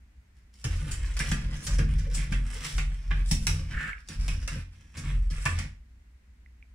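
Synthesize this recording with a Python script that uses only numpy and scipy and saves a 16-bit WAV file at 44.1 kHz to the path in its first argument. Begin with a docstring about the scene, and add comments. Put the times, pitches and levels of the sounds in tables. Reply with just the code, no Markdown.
"""A low hum and soft air fill a bare hallway, heard on a stereo microphone close to a louvered wooden door.
A cat starts pawing at the slats: claws and pads stick and slip down the paint, then land in ticks and clacks.
Its blows thump the panels, its weight sways the leaf and knocks it against the frame, and single claws skate.
The wood creaks, one pad chafes, and a few dry ticks follow. The hard walls ring briefly."""
import sys
import numpy as np
from scipy import signal
from scipy.fft import rfft, irfft, next_fast_len
from scipy.io import wavfile
from scipy.ndimage import uniform_filter1d

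SR = 44100
rng = np.random.default_rng(int(sys.argv[2]) if len(sys.argv) > 2 else 0)


def unload_audio(sound):
    """Save the sound as a 16-bit wav file, at the path given as the first command line argument."""
    columns = np.transpose(np.atleast_2d(sound))
    # keep every value between -1 and 1, then stretch to whole-number steps
    steps = np.round(np.clip(columns, -1, 1) * 32767)
    wavfile.write(sys.argv[1], SR, steps.astype(np.int16))


N = 297234
T = np.arange(N) / SR


def undb(db):
    return 10 ** (np.asarray(db) / 20)


def unit(x):
    """Scale to unit energy."""
    return x / np.sqrt(np.sum(x ** 2))


def curve(points, size):
    """Read (Hz, dB) points on a log-frequency axis at every bin of an FFT."""
    hz, db = np.transpose(points)
    return np.interp(np.log(np.fft.rfftfreq(size, 1 / SR) + 1), np.log(hz), db)


def shaped(x, points, share=1):
    """Colour a signal with (Hz, dB) points; share scales the dB."""
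    size = next_fast_len(len(x), real=True)
    return irfft(rfft(x, size) * undb(share * curve(points, size)), size)[:len(x)]


def contact(points, size=1024):
    """Minimum-phase click with the given (Hz, dB) spectrum."""
    cepstrum = irfft(np.log(undb(curve(points, size))))
    cepstrum[1:size // 2] *= 2
    cepstrum[size // 2 + 1:] = 0
    return unit(irfft(np.exp(rfft(cepstrum))))


def modes(table):
    """Ring of a struck body: a sum of decaying sines."""
    t = T[T < max(t60 for _, _, t60 in table)]
    return unit(sum((-1) ** k * undb(db) * np.sin(2 * np.pi * hz * t) * np.exp(-np.log(1000) * t / t60)
                    for k, (hz, db, t60) in enumerate(table)))


def ring(x, response):
    return signal.oaconvolve(x, response)[:len(x)]


def resonance(x, hz, width_hz):
    """Band-pass with gain 1 at its centre."""
    return signal.lfilter(*signal.iirpeak(hz, hz / width_hz, fs=SR), x)


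def add(track, s, x):
    """Mix x into a mono or stereo track at s seconds."""
    i = int(s * SR)
    track[..., i:i + x.shape[-1]] += x[..., :N - i]


def wander(hz):
    """Random drift with a spread near 1 that turns about hz times a second."""
    knots = rng.standard_normal(int(T[-1] * hz) + 2)
    return np.sqrt(3 / 2) * np.interp(T * hz, np.arange(len(knots)), knots)


def catches(per_s, spread_db, size=N):
    """Tiny stick-slip impulses at random moments and of random strength."""
    force = np.zeros(size)
    hit = np.flatnonzero(rng.random(size) < per_s / SR)
    amplitude, strength = rng.standard_normal((2, size), dtype=np.float32)[:, hit]
    force[hit] = amplitude * undb(spread_db * strength)
    return force


def even(x, span_s):
    """Hold the mean power of a friction force at 1 and keep its fine grain."""
    size = max(int(span_s * SR), 2)
    power = uniform_filter1d(uniform_filter1d(x ** 2, size), size)
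    return x / np.sqrt(np.abs(power) + 1e-12)


def effort(events, attack_s, sag_db_per_s, release_s):
    """Summed gain of (start s, length s, dB) efforts: each rises, sags while held and dies away."""
    out, t = np.zeros(N), T[:SR]
    rise = np.minimum(t / attack_s, 1)
    for s, length_s, db in events:
        release = np.exp(-np.maximum(t - length_s, 0) / release_s)
        add(out, s, (undb(db - sag_db_per_s * t) * rise * release) ** 2)
    return np.sqrt(out)


# Room tone of the hallway. Each row: frequency in Hz, relative level in dB.
AIR_SPECTRUM = [(20, -18.5), (60, 3), (130, -22), (210, -18), (480, -38), (1200, -39), (2000, -34),
                (3300, -44.5), (8000, -48.5), (15000, -58.5)]
HUM_HZ, HUM_DB, AIR_DB = 60.8, -56.5, -56.5


def room_tone():
    """Soft air, wide in the treble, around a wavering hum in the centre."""
    mid, side = (shaped(noise, AIR_SPECTRUM) for noise in rng.standard_normal((2, N)))
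    side = shaped(side, [(80, -30.5), (250, -7.0), (1000, 0.5)])
    air = np.array([mid + side, mid - side]) / np.sqrt(np.mean(mid ** 2))
    phase = 2 * np.pi * HUM_HZ * T + .5 * wander(hz=23.1)
    hum = np.sqrt(2) * np.sin(phase) * undb(.5 * wander(hz=1.8))
    return undb(AIR_DB) * air + undb(HUM_DB) * hum


# Paw strokes down the slats. Each row: start and length in seconds, claw scrape and pad rub in dB.
PAW_STROKES = [(0.35, 0.038, -68, -68.5), (0.527, 0.53, -56.5, -65.5), (0.696, 0.25, -52, -46.5),
               (0.957, 0.29, -56.5, -49.5), (1.226, 0.08, -45, -41.5), (1.353, 0.2, -54.5, -47.5),
               (1.536, 0.22, -47.5, -47.5), (1.874, 0.2, -56, -50), (2.094, 0.14, -48, -49),
               (2.247, 0.61, -57, -51.5), (2.495, 0.17, -46.5, -46.5), (2.632, 0.14, -43, -48.5),
               (2.887, 0.42, -60, -55.5), (3.138, 0.077, -55, -45), (3.243, 0.36, -49, -56.5),
               (3.503, 0.21, -53, -49.5), (3.699, 0.19, -54, -43.5), (3.925, 0.32, -69.5, -68),
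               (4.088, 0.057, -52, -49.5), (4.178, 0.36, -53.5, -53.5), (4.509, 0.078, -45, -40),
               (4.701, 0.58, -67, -63.5), (4.936, 0.19, -55.5, -46.5), (5.321, 0.28, -53, -49),
               (5.486, 0.18, -55, -48)]
STROKE_FADE = dict(sag_db_per_s=1.5, release_s=0.016)


def stroke_gains():
    """Claw and pad gains: a paw grips quickly, eases off as it slides, then lets go."""
    s, length_s, claw_db, pad_db = np.transpose(PAW_STROKES)
    return [effort(zip(s, length_s, db), attack_s=0.018, **STROKE_FADE) for db in (claw_db, pad_db)]


def drags():
    """Claws and pads stick and slip in gritty spurts; each stretch crosses another slat."""
    scrape, rub = stroke_gains()
    grip = undb(3.3 * wander(hz=42) - .5)
    claws = scrape * grip * even(catches(per_s=1600, spread_db=5), 0.03)
    pads = rub * grip * even(catches(per_s=1700, spread_db=0.5), 0.052)
    out, size, click = np.zeros((2, N)), SR // 5, claw_click(top_db=6.5)
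    for i in range(int(PAW_STROKES[0][0] * SR), int(PAW_STROKES[-1][0] * SR) + 2 * size, size):
        claw, pad = (np.pad(force[i:i + size], (0, SR // 4)) for force in (claws, pads))
        # the claws meet every slat at another angle and ring at another pitch
        edge = unit(click + resonance(click, rng.uniform(3000, 10000), width_hz=1200))
        add(out, i / SR, hallway(ring(claw, edge) + slat(pad, wood_db=-18.5), wet_db=1.5))
    return out


# A claw on paint, close up. Each row: frequency in Hz, relative level in dB.
CLAW_SPECTRUM = [(1500, -13.5), (3000, -4.5), (4200, -8), (5600, 0.5), (6500, -8.5), (7500, -4), (8600, -9),
                 (9900, -6), (11000, -18.5), (15000, -25)]


def claw_click(top_db):
    """Hard click of a claw, with its highest treble raised by top_db."""
    top_hz = CLAW_SPECTRUM[-1][0]
    return contact([(hz, db + top_db * (hz / top_hz) ** 2) for hz, db in CLAW_SPECTRUM])


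# A soft pad on wood. Each row: frequency in Hz, relative level in dB.
PAD_SPECTRUM = [(500, -7), (800, -8), (1200, -1.5), (1700, 4), (2500, 2.5), (3100, -1.5), (3900, -7.5),
                (12000, -59)]
# Notes of a slat. Each row: frequency in Hz, relative level in dB, seconds to fall 60 dB.
SLAT_MODES = [(1210, 2.5, .08), (1361, -12, 0.089), (1760, 0, .055), (1940, 4.5, 0.074),
              (2430, -5.5, 0.058), (2682, 11.5, 0.062)]


def slat(force, wood_db):
    """A dull pad contact plus woody notes; every slat rings at a slightly different pitch."""
    detune = 1 + 0.028 * rng.standard_normal()
    wood = modes([(hz * detune, db, t60) for hz, db, t60 in SLAT_MODES])
    return ring(force, contact(PAD_SPECTRUM)) + undb(wood_db) * ring(force, wood)


# Ring of the bare walls. Each row: band centre in Hz, seconds to fall 60 dB.
HALL_DECAY = [(1000, 0.33), (5000, 0.29), (13000, 0.22)]


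def hallway(x, wet_db):
    """From one spot on the door to the microphone: direct sound and a tail whose treble dies first."""
    t = T[:2 * SR // 5]
    noise, hz = rfft(rng.standard_normal((2, len(t)))), np.fft.rfftfreq(len(t), 1 / SR)
    centres, t60s = np.transpose(HALL_DECAY)
    tail = 0
    for band, t60 in zip(np.eye(len(centres)), t60s):
        tail += irfft(noise * np.interp(hz, centres, band), len(t)) * np.exp(-np.log(1000) * t / t60)
    # the door recess and the floor send back strong early echoes
    tail = tail * (t > .0003) * (1 + 0.5 * np.exp(-t / 0.0066))
    # a spot off centre reaches one side of the microphone a few samples later
    lags = rng.integers(0, 6, 2)
    heard = [np.roll(x, lag) + undb(wet_db) * ring(x, unit(side)) for lag, side in zip(lags, tail)]
    return np.array(heard) / np.sqrt(1 + undb(wet_db) ** 2)


def skid(length_s, hardness, per_s):
    """One hard contact, then a run of smaller catches that swells and dies."""
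    t = T[:SR // 3] / max(length_s, .002)
    share = np.clip(hardness, 0, .95)
    slips = catches(per_s, spread_db=2.5, size=len(t)) * t ** 0.91 * np.exp(-1.7 * t)
    force = unit(slips) * np.sqrt(1 - share ** 2)
    force[0] += share
    return force


# Paws landing on the door. Each row: start in seconds, claw tick, slat clack and door thump in dB,
# claw ring and slat ring in Hz, claw skid time in seconds.
PAW_BLOWS = [(0.642, -6.5, -10.5, -1.5, 6200, 1380, 0.0055), (1.168, -10.5, -13.5, -9, 4680, 2200, 0.0027),
             (1.192, -4.5, -24, -6.5, 8750, 1700, 0.0029), (1.198, -6, -3, -28, 8000, 2000, 0.0044),
             (1.3152, -4.5, -2.5, 2.5, 7000, 2570, 0.0036), (1.668, -3, -11.5, 1, 6900, 1430, 0.0048),
             (1.785, -9.5, -8, 11.5, 5300, 1640, 0.0052), (2.167, -16, -12, 2.5, 7960, 2000, 0.025),
             (2.322, -11, -6, -12, 7650, 1630, 0.0054), (2.645, -9.5, -13, -2, 7400, 2230, 0.0051),
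             (2.781, -8.5, -3, -1, 6800, 2350, 0.0031), (3.1075, -26, -6, 0.5, 5300, 1680, 0.003),
             (3.313, 3.5, -12.5, 6, 6940, 2180, 0.0041), (3.4689, 4.5, -4, 0.5, 6100, 2160, 0.0018),
             (4.087, -12, -29, -6, 4350, 1673, 0.0026), (4.281, -8, -9.5, 1, 5500, 2660, 0.003),
             (4.477, -6.5, -9, -7, 5200, 1630, 0.0032), (4.968, -11, -27, 0, 6540, 1500, 0.016),
             (5.302, -14.5, -22.5, 0.5, 4770, 2140, 0.0087), (5.4548, -3, 0.5, -1.5, 7600, 1420, 0.0033),
             (5.589, -9, -12, -7, 6560, 1930, 0.0023)]
HARD_SKID_S = 0.0053  # shorter skids put more of their force into the first contact


def blows():
    """Claws and pad land on a slat and skid to a stop."""
    out = np.zeros((2, N))
    for s, claw_db, slat_db, _, claw_hz, slat_hz, skid_s in PAW_BLOWS:
        hardness = 1 / (1 + (skid_s / HARD_SKID_S) ** 2)
        click = claw_click(top_db=0.327 * (claw_db + 11))  # a harder landing is brighter
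        click = unit(click + 0.49 * resonance(click, claw_hz, width_hz=1000))
        claws = undb(claw_db) * ring(skid(skid_s, hardness, per_s=4000), click)
        clack = undb(slat_db) * slat(skid(2 * skid_s, 0.22 * hardness, per_s=2400), wood_db=-7.5)
        clack += resonance(clack, slat_hz, width_hz=850)  # each spot has its own woody note
        add(out, s, hallway(claws + clack, wet_db=3.7))
    return out


def thumps(body):
    """Each blow thumps the panels; a softer paw pushes for longer."""
    force = np.zeros(N)
    hard_db, hard_contact_s = 6.5, 0.00066
    for s, _, _, thump_db, *_ in PAW_BLOWS:
        pulse = np.exp(-T[:SR // 50] / (hard_contact_s * undb(hard_db - thump_db)))
        add(force, s, undb(thump_db) * pulse / pulse.sum())
    return ring(force, body)


# The cat leaning on the door. Each row: start and length in seconds, leaf sway and panel judder in dB,
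# judder pitch in Hz.
WEIGHT_PUSHES = [(0.642, 0.24, -28, -32.5, 93), (0.958, 0.48, -27, -76, 85),
                 (1.265, 0.29, -28.5, -37.5, 138), (1.682, 0.59, -20.5, -37, 139),
                 (2.268, 0.16, -24, -37.5, 119), (2.714, 0.21, -25, -42, 124),
                 (3.051, 0.29, -22.5, -50, 156), (3.294, 0.31, -27, -37.5, 163.5),
                 (3.454, 0.12, -42, -29.5, 75.5), (3.667, 0.1, -31, -51, 142),
                 (4.148, 0.29, -25.5, -45.5, 131), (4.509, 0.1, -44, -35.5, 88),
                 (5.014, 0.12, -29, -34, 122), (5.11, 0.2, -22.5, -57, 156), (5.47, 0.13, -33.5, -31, 81)]
PUSH_SHAPE = dict(attack_s=0.058, sag_db_per_s=14.5)  # the weight comes on slowly and ebbs


def judder(body):
    """Sliding pads shake the panels; each push brings out the note of the part the cat leans on."""
    _, rub = stroke_gains()
    tremble = ring(catches(per_s=150, spread_db=1.5), body)
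    tremble = shaped(tremble, [(210, -2.0), (300, 1.0), (700, -9)])
    out = undb(-1) * rub * even(tremble, 0.056)
    for s, length_s, _, db, hz in WEIGHT_PUSHES:
        span = slice(int(s * SR), int(s * SR) + SR)
        note = resonance(resonance(tremble[span], hz, width_hz=66), hz, width_hz=66)
        weight = effort([(s, length_s, db)], release_s=0.067, **PUSH_SHAPE)[span]
        add(out, s, even(note + undb(-13.5) * tremble[span], 0.023) * weight)
    return out


# Lowest notes of the leaf. Each row: frequency in Hz, relative level in dB, seconds to fall 60 dB.
LEAF_MODES = [(42.45, 5, 0.97), (59.68, -4.5, 0.97), (86.56, -4.5, 0.32)]


def sway():
    """The cat's shifting weight sways the leaf in its frame; it swings out after each push."""
    weight = effort([push[:3] for push in WEIGHT_PUSHES], release_s=0.15, **PUSH_SHAPE)
    rumble = ring(catches(per_s=130, spread_db=-1.0), modes(LEAF_MODES))
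    return weight * even(rumble, 0.11)


# Leaf meeting frame. Each row: frequency in Hz, relative level in dB.
KNOCK_SPECTRUM = [(100, -19), (250, 0), (480, -4.5), (1200, -47)]
# The knocks. Each row: start in seconds, punch in dB, its pitch in Hz, hollow ring and rattle in dB.
FRAME_KNOCKS = [(0.649, -23, 125, -21, -15.5), (1.203, -28, 154, -13.5, -19),
                (1.316, -21.5, 163, -0.5, -17), (1.788, -26, 164, -9.5, -5.5), (2.3178, -25, 166, -4, -38),
                (3.314, -21, 158.7, -5.5, -19), (4.09, -57, 150.2, -11.5, -27),
                (5.456, -23.5, 135.7, -22.5, -17)]
PUNCH_RISE_S, HOLLOW_RATIO, HOLLOW_WIDTH_HZ = 0.0076, 1.3, 160


def knocks(body):
    """The leaf hits its frame: a brief punch, a lingering hollow note a little above it and a rattle."""
    out, t = np.zeros(N), T[:SR // 8]
    clatter, bright_body = contact(KNOCK_SPECTRUM), np.diff(body)
    upper_modes = unit(ring(bright_body, clatter))
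    punch_shape = t / PUNCH_RISE_S * np.exp(1 - t / PUNCH_RISE_S)
    for s, punch_db, hz, ring_db, rattle_db in FRAME_KNOCKS:
        add(out, s, -undb(punch_db) * np.sin(2 * np.pi * hz * t) * punch_shape)
        hollow = resonance(bright_body, HOLLOW_RATIO * hz, HOLLOW_WIDTH_HZ)
        add(out, s, undb(ring_db) * unit(resonance(hollow, HOLLOW_RATIO * hz, HOLLOW_WIDTH_HZ)))
        chatter = skid(length_s=0.025, hardness=0, per_s=1700)
        add(out, s, undb(rattle_db) * unit(ring(chatter, upper_modes) + ring(chatter, clatter)))
    return out


# Notes of the door panels. Each row: frequency in Hz, relative level in dB, seconds to fall 60 dB.
PANEL_MODES = [(85.1, 4.5, 1), (128.1, -1.5, 0.63), (147.47, 4, 0.74), (163.8, 5.5, 0.2), (208.3, -3, 0.74),
               (244.6, -9, 0.78), (300.9, -5.5, 0.17), (354, -17, 0.35), (448, -14.5, 0.35),
               (535, -5, 0.12)]


def door():
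    """The door's long waves reach both sides of the microphone alike; only the upper modes spread."""
    body = modes(PANEL_MODES)
    panels = thumps(body) + knocks(body) + judder(body)
    leaf = sway()
    spread = hallway(shaped(panels, [(80, -68.0), (150, -19), (400, 4.5)]), wet_db=-5.0)
    return panels + leaf + (spread - spread[::-1]) / 2


# Single claws skating. Each row: start and length in seconds, level in dB, centre pitch in Hz.
CLAW_RASPS = [(0.739, 0.029, -48.5, 5450), (0.908, 0.0099, -31, 7200), (1.05, 0.011, -45.5, 4840),
              (1.135, .006, -46, 6000), (1.278, 0.014, -36.5, 7190), (1.617, 0.035, -39, 8900),
              (1.975, 0.019, -45, 5350), (2.135, 0.018, -31, 7420), (3.257, 0.044, -43, 8530),
              (4.073, 0.0031, -50, 5080), (5.396, 0.029, -45, 8300)]
RASP_CLIMB_OCTAVES, RASP_RELEASE_S = 0.23, 0.00198


def rasps():
    """A claw skates over the paint, swelling and climbing in pitch as it speeds up, then stops short."""
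    out, t = np.zeros((2, N)), T[:SR // 3]
    lowpass = signal.butter(2, 1100, fs=SR, output="sos")
    for s, length_s, db, hz in CLAW_RASPS:
        grit = even(catches(per_s=3300, spread_db=0.5, size=len(t)), 0.0015)
        speed = np.minimum(t / length_s, 1)
        phase = 2 * np.pi * np.cumsum(hz * 2 ** (RASP_CLIMB_OCTAVES * (speed - .5))) / SR
        squeal = even(signal.sosfilt(lowpass, grit) * np.sin(phase), .004)
        scrape = ring(grit, claw_click(top_db=5.5)) + 0.91 * squeal
        swell = speed * np.exp(-np.maximum(t - length_s, 0) / RASP_RELEASE_S)
        add(out, s, hallway(undb(db) * swell * scrape, wet_db=8.0))
    return out


# Low creaks of the door. Each row: start in seconds, level in dB, pitch in Hz that the glide crosses.
DOOR_CREAKS = [(1.68, -47, 580), (2.056, -39, 537), (2.539, -44.5, 524)]


def creaks():
    """The loaded wood gives a brief groan that falls in pitch."""
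    out, t = np.zeros(N), T[:SR // 28]
    for s, db, hz in DOOR_CREAKS:
        phase = 2 * np.pi * np.cumsum(hz * (1.15 - 0.404 * t / t[-1])) / SR
        add(out, s, undb(db) * np.hanning(len(t)) * np.sin(phase))
    return hallway(out, wet_db=4.0)


# A pad chafing along a slat. Each row: frequency in Hz, relative level in dB.
CHAFE_SPECTRUM = [(750, -49), (1350, 1.5), (1750, 7), (2100, -5), (2600, -5), (4200, -41.5)]


def chafe(start_s, length_s, db):
    """A pad judders over painted wood: fast slips that come in rough bunches."""
    slips = shaped(catches(per_s=3000, spread_db=1) * undb(4 * wander(hz=170)), CHAFE_SPECTRUM)
    pressure = effort([(start_s, length_s, db)], attack_s=0.073, **STROKE_FADE)
    return hallway(even(slips, 0.027) * pressure, wet_db=0.0)


# Small dry ticks near the microphone. Each row: start in seconds, level in dB before panning, pitch in Hz.
DRY_TICKS = [(3.9313, -25, 2190), (3.981, -40.5, 2310), (6.461, -45.5, 2030), (6.626, -42, 2350)]


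def ticks():
    """Light, close ticks, right of centre, that ring for a few cycles."""
    out, t = np.zeros(N), T[:SR // 30]
    envelope = 2.15 * (1 - np.exp(-t / 0.00066)) * np.exp(-t / 0.0014)
    for s, db, hz in DRY_TICKS:
        add(out, s, undb(db) * np.sin(2 * np.pi * hz * t) * envelope)
    return hallway(out, wet_db=-12.0) * undb([[-4], [2.5]])


# Colour of the paws on the microphone's left side. Each row: frequency in Hz, gain in dB.
LEFT_TILT = [(800, 0), (2800, -4), (5600, -0.5), (9000, 1), (13000, -7.5)]


def scene():
    """Cat, door and hallway from one position; the slats are louder on the right."""
    left, right = blows() + drags() + rasps() + chafe(start_s=3.7, length_s=0.2, db=-34.5)
    paws = np.array([shaped(left, LEFT_TILT), shaped(right, LEFT_TILT, share=-0.034)])
    return paws + door() + creaks() + ticks() + room_tone()


def record(dry):
    """The recorder cuts the top steeply above 15.6 kHz."""
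    return signal.sosfilt(signal.ellip(8, .2, 70, 15600, fs=SR, output="sos"), dry)


dry = scene()
out = record(dry)
unload_audio(out)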